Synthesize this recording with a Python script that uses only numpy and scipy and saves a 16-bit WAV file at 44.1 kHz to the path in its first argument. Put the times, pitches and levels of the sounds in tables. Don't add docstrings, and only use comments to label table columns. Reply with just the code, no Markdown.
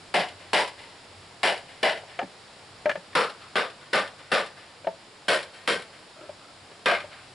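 import sys
import numpy as np
from scipy import signal
from scipy.fft import rfft, irfft, next_fast_len
from scipy.io import wavfile
from scipy.ndimage import map_coordinates

SR = 44100
rng = np.random.default_rng(int(sys.argv[2]) if len(sys.argv) > 2 else 0)


def to_wav(sig):
    pcm = np.clip(np.atleast_2d(sig), -1, 1) * 32767
    pcm = np.round(pcm).astype(np.int16)
    wavfile.write(sys.argv[1], SR, pcm.T)


def volts(x):
    e = np.asarray(x, float) / 20
    return 10 ** e


N = 323686

# time in seconds, strength in dB,
# steel crack in dB, box boom in dB, top board tone in Hz.
BLOWS = [
    [(.141, -16, 2, 7, 720), (.532, -11.5, 4.5, -11, 940), (1.432, -14.5, 4, -6, 700),
     (1.83, -15, 0.5, -6.5, 640)],
    [(3.152, -15, 3, 3, 480)],
    [(3.556, -18.5, -1, 0, 508), (3.931, -16, 1.5, 5, 577), (4.317, -14.5, 2, 4, 540)],
    [(5.283, -13.5, 6, -8, 560), (5.676, -18.5, 6.5, 9, 450)],
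    [(6.859, -13, -1.5, -2, 600)],
]
# tone in Hz, width in Hz, level in dB.
WOOD = [
    [(600, 100, -4), (1750, 200, -10), (2020, 120, -4), (2380, 60, -10), (2914, 200, -5), (4900, 60, -15)],
    [(1060, 150, 4), (1280, 200, 6), (3500, 40, -16), (4300, 200, -18), (5100, 40, -15)],
    [(1200, 50, 3), (1500, 84, -0.5), (1774, 80, -4), (2010, 60, -9), (3570, 100, -14), (5050, 40, -18)],
    [(1555, 70, 1), (1850, 80, -2), (2160, 60, -5), (2360, 40, -12.5), (3150, 120, -4), (4360, 60, -20)],
    [(1230, 60, -1), (1560, 150, 1), (2110, 110, -2), (2400, 60, -8), (3050, 110, -21)],
]
# damped tone in Hz, width in Hz,
# share taken away from 0 to 1, top board level in dB, build-up of the box in seconds.
DAMPING = [(1200, 350, .55, 1.5, .01), (780, 250, .2, 1.5, .004), (850, 300, .1, -1, .017),
           (760, 250, .6, 1.5, .02), (950, 200, .45, -5, .006)]
# frequency in Hz, level in dB per Hz.
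KNOCK = [(50, -51), (171, -13), (281, -9), (451, 0), (720, 1), (1200, -2), (2210, -3), (3000, -5),
         (4260, -10.5), (5600, -17.5), (6250, -32.5), (6990, -25), (11000, -25), (14000, -25)]
# time in seconds, peak in dB, board tone in Hz, hardness in dB.
TOUCHES = [(2.033, -39, 708, -23), (2.19, -19, 700, -3), (2.214, -23, 790, -13), (2.228, -29, 340, -10.5),
           (2.857, -11, 600, -8), (2.867, -11, 600, -18), (2.894, -19.5, 600, 4.5), (2.913, -29, 594, 2.5),
           (2.955, -24, 613, -8), (2.976, -34.5, 505, -16), (3.131, -52, 704, 11.5), (3.357, -52, 563, -13),
           (4.305, -41, 1410, -10), (4.845, -33, 586, -7.5), (4.87, -13, 655, -16), (5.155, -52, 796, 3),
           (6.211, -38, 342, -11), (6.233, -43, 350, -14), (6.255, -42, 400, -9), (6.293, -28.5, 603, -20),
           (6.647, -54, 500, -10), (6.697, -47, 380, -14), (6.714, -39, 446, -10), (6.92, -11, 680, -20),
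           (7.042, -33.5, 603, -11)]
# time in seconds, peak in dB, tone in Hz.
THUDS = [(2.228, -30, 270), (2.235, -37, 186), (2.856, -21, 375), (2.971, -39, 174), (4.872, -38, 180)]
# tone in Hz, level in dB, time to fall 60 dB in seconds.
BLOCK_TONES = [(569.7, -5, 0.067), (400, -15, 0.055), (934, -12.5, 0.069), (1288, -14, 0.048),
               (1655, -6, 0.055), (2130, -11, 0.02), (2394, -2, 0.02), (2953, -9, 0.031),
               (4100, -17.5, 0.024)]
# start in seconds, length in seconds, board tone in dB, block tone in dB.
STROKES = [(6.151, 0.15, -47, -51), (6.4, .075, -62, -48), (6.465, 0.064, -55, -50)]
# frequency in Hz, time to fall 60 dB in seconds.
SHED_DECAY = [(150, 0.26), (600, 0.28), (2500, 0.26), (6000, 0.28), (10000, 0.26)]
# delay in seconds, level in dB, time to fall 60 dB in seconds, lowest Hz returned.
ECHOES = [(.066, -11, 0.03, 300), (0.092, -17, 0.026, 1500), (.144, -19.5, 0.088, 4040),
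          (.243, -34, 0.72, 1200)]
# time in seconds, nearness in dB.
TRAFFIC = [(0, 4.5), (.8, 0.5), (1.22, 2.5), (1.45, -1), (2.8, 2), (4.7, -5.5), (7.34, 0)]
# frequency in Hz, level in dB per Hz.
HUM = [(12, -50), (20, -20), (43, 7), (65, 3), (78, -1), (92, 21.5), (125, -3), (150, -11), (200, -41),
       (330, -120)]
# frequency in Hz, level in dB per Hz.
HISS = [(60, -16), (130, -1), (220, -5.5), (400, -3), (700, -2), (1500, -7), (3000, -9), (5000, -9),
        (5600, -14.5), (6200, -23), (7000, -15.5), (11000, -22), (12000, -15.5)]
# frequency in Hz, likeness from 0 to 1.
HISS_ALIKE = [(60, 0.99), (220, 0.97), (840, 0.74), (3130, 0.64), (11700, 0.58)]
# frequency in Hz, left over right in dB.
LEFT_DB = [(110, -0.5), (500, 1.34), (2000, 2), (9000, -0.5)]


def unit(x):
    return x / np.sqrt(np.mean(x ** 2) + 1e-20)


def along(points, hz):
    f, value = np.transpose(points)
    return np.interp(np.log(hz + 1), np.log(f + 1), value)


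def curves(rows):
    s, *columns = np.transpose(rows)
    return [np.interp(np.arange(N) / SR, s, column) for column in columns]


def filtered(x, response):
    m = next_fast_len(x.shape[-1] + 8192)
    spectrum = rfft(x, m) * response(np.fft.rfftfreq(m, 1 / SR))
    return irfft(spectrum, m)[..., :x.shape[-1]]


def causal(db):
    cepstrum = irfft(np.log(volts(db) + 1e-6))
    cepstrum[1:len(db) - 1] *= 2
    cepstrum[len(db):] = 0
    return np.exp(rfft(cepstrum))


def tone(f, hz, width_hz):
    return 1j * f * width_hz / (hz * hz - f * f + 1j * f * width_hz)


def pair(size, alike):
    def shares(hz):
        turn = np.arccos(np.clip(along(alike, hz), -1, 1)) / 2
        return np.array([np.cos(turn), np.sin(turn)])

    mid, side = filtered(rng.standard_normal((2, size)), shares)
    return np.array([mid + side, mid - side])


def hammer():
    out = np.zeros((2, N))
    for modes, damping, blows in zip(WOOD, DAMPING, BLOWS):
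        for blow in blows:
            add_blow(out, modes, damping, blow)
    return out


def add_blow(out, modes, damping, blow):
    t = np.arange(SR) / SR
    dip_hz, dip_width_hz, share, board_db, build_s = damping
    s, db, steel_db, boom_db, board_hz = blow
    rung = [(hz, width_hz, level + 2.5 * rng.normal()) for hz, width_hz, level in modes]
    rung = [(board_hz, 130, board_db)] + rung

    burst = volts(-5 - 60 * t / 0.059) * rng.standard_normal(SR)
    answer = shed([(110, 0.87), (300, 0.92), (650, 0.91), (7000, 0.83)], length=1.046)
    sound = (burst + answer) * (1 - np.exp(-t / 0.0011))
    sound *= 1 - 0.62 * np.exp(-t / build_s)

    def wood(f):
        gain = 1 - min(share, 0.9) * tone(f, dip_hz, dip_width_hz)
        gain = gain + volts(boom_db) * tone(f, 182, 62)
        for hz, width_hz, level in rung:
            over_knock_db = min(level + 1.2 - along(KNOCK, hz), 9 - hz / 450)
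            gain = gain + volts(over_knock_db) * tone(f, hz, max(width_hz, 0.029 * hz))
        return gain

    def colour(f):
        steel = steel_db * np.clip((f - 3200) / 3800, 0, 1)
        return causal(along(KNOCK, f) + steel) * wood(f)

    add(out, s - 0.0011, volts(db + 13.5) * filtered(sound, colour))
    # a 38 Hz sway, drifting apart left and right
    drift = np.array([[0], [0.9]]) * (1 - np.exp(-t / 0.01))
    add(out, s, volts(db - 37 - 60 * t / 0.12) * np.sin(2 * np.pi * 38 * t + drift))


def block():
    out = np.zeros((2, N))
    for s, db, hz, hard_db in TOUCHES:
        board_t60 = max(0.062 + 0.0011 * (db + 13), 0.02)
        add_touch(out, s, db, hz, hard_db, board_t60, contact_s=0.0025)
    for s, db, hz in THUDS:
        add_touch(out, s, db, hz, hard_db=-25, board_t60=16.6 / hz, contact_s=0.0043)

    out = filtered(out, lambda f: (1j * f / (90 + 1j * f)) ** 2 / (1 + 1j * f / 6500) ** 2)
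    answer = shed([(110, 0.97), (7000, 0.24)], length=0.57)
    answer /= np.linalg.norm(answer[0])
    return out + volts(-10) * signal.fftconvolve(out, answer, axes=1)[:, :N]


def add_touch(out, s, db, board_hz, hard_db, board_t60, contact_s):
    t = np.arange(SR // 4) / SR
    ring = np.sin(2 * np.pi * board_hz * t) * volts(-60 * t / board_t60)
    for hz, level, t60 in BLOCK_TONES:
        bright = (hard_db + 5.5) * np.clip((hz - 750) / 850, 0, 1)
        waver = np.cumsum(rng.standard_normal(len(t))) * 0.18 * np.clip((hz - 700) / 1000, 0, 1)
        fade = volts(level + bright + rng.normal(0, 1.4) - 60 * t / t60)
        ring += fade * np.sin(2 * np.pi * hz * t * rng.normal(1, 0.031) + waver)
    click = filtered(rng.standard_normal(len(t)),
                     lambda f: tone(f, 1160, 1100) * tone(f, 1300, 2800) * tone(f, 2300, 6000))
    knock = ring + volts(hard_db + 2 - 60 * t / 0.065) * click
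    knock *= 1 - np.exp(-t / contact_s)
    add(out, s - 0.0005, volts(db + 3.5) * np.array([knock, knock]))


def slide():
    t, out = np.arange(N) / SR, np.zeros(N)
    unevenness = map_coordinates(rng.standard_normal(N // 400 + 4), [np.arange(N) / 400])
    slips = rng.standard_normal(N) * volts(3 * unevenness)
    for s, length, *levels in STROKES:
        stroke = np.clip(np.minimum(t - s, s + length - t) / 0.015, 0, 1)
        for db, hz, width_hz in zip(levels, (605, 1320), (120, 150)):
            scrape = unit(filtered(slips, lambda f: tone(f, hz, width_hz) ** 2))
            out += stroke * volts(db - 5.5) * scrape
    return out


def shed(alike, length=1):
    t = np.arange(SR) / SR
    hz, frame_s, z = signal.stft(pair(SR, alike), SR, nperseg=256)
    decay = volts(-60 * frame_s / length / along(SHED_DECAY, hz)[:, None])
    tail = signal.istft(z * decay, SR, nperseg=256)[1][:, :SR]
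    jumps = np.repeat(rng.standard_normal(SR // 40 + 1), 40)[:SR]
    tail *= volts(3.6 * jumps * np.exp(-t / 0.13))
    far = pair(SR, alike)
    for s, db, t60, low_hz in ECHOES:
        age = np.maximum(t - s, 0) / t60
        swell = np.minimum(age / 0.029, 1)
        tail += volts(db - 60 * age) * swell * filtered(far, lambda f: f / np.hypot(f, low_hz))
    return tail


def add(track, s, sound):
    part = track[:, round(s * SR):][:, :sound.shape[1]]
    part += sound[:, :part.shape[1]]


def air():
    near_db, = curves(TRAFFIC)
    hum_db = -66 + near_db
    hiss_db = -49 + 0.2 * near_db
    swell = map_coordinates(rng.standard_normal(N // 5000 + 4), [np.arange(N) / 5000])
    hum_noise = pair(N, [(32, 0.66), (60, 1.0), (95, 0.97)])
    hum = unit(filtered(hum_noise, lambda f: volts(along(HUM, f))))
    hiss = unit(filtered(pair(N, HISS_ALIKE), lambda f: volts(along(HISS, f))))
    return volts(hum_db + 1.7 + 2 * swell) * hum + volts(hiss_db + 0.73) * hiss


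def scene():
    work = hammer() + block() + slide()
    return filtered(work, lambda f: volts(np.outer([0.5, -0.5], along(LEFT_DB, f)))) + air()


def roll_off(x):
    return signal.sosfilt(signal.butter(12, 12300, fs=SR, output="sos"), x)


def record(dry):
    fall = np.exp(-1 / (0.0029 * SR))
    power = signal.lfilter([1 - fall], [1, -fall], (dry ** 2).mean(axis=0))
    ahead = np.roll(np.sqrt(power + 1e-12), -round(0.00141 * SR))
    gain = (1 + (ahead / volts(-20.5)) ** 4) ** -0.22
    held = dry * gain
    held = held / (1 + np.abs(held / 0.48) ** 5) ** 0.28

    def treble_cut(f):
        over_hz = np.clip(f - 11050, 0, None)
        return volts(-np.minimum(over_hz * 0.7, 36 + over_hz * 0.011))

    return roll_off(filtered(held, treble_cut))


dry = scene()
out = record(dry)
to_wav(out)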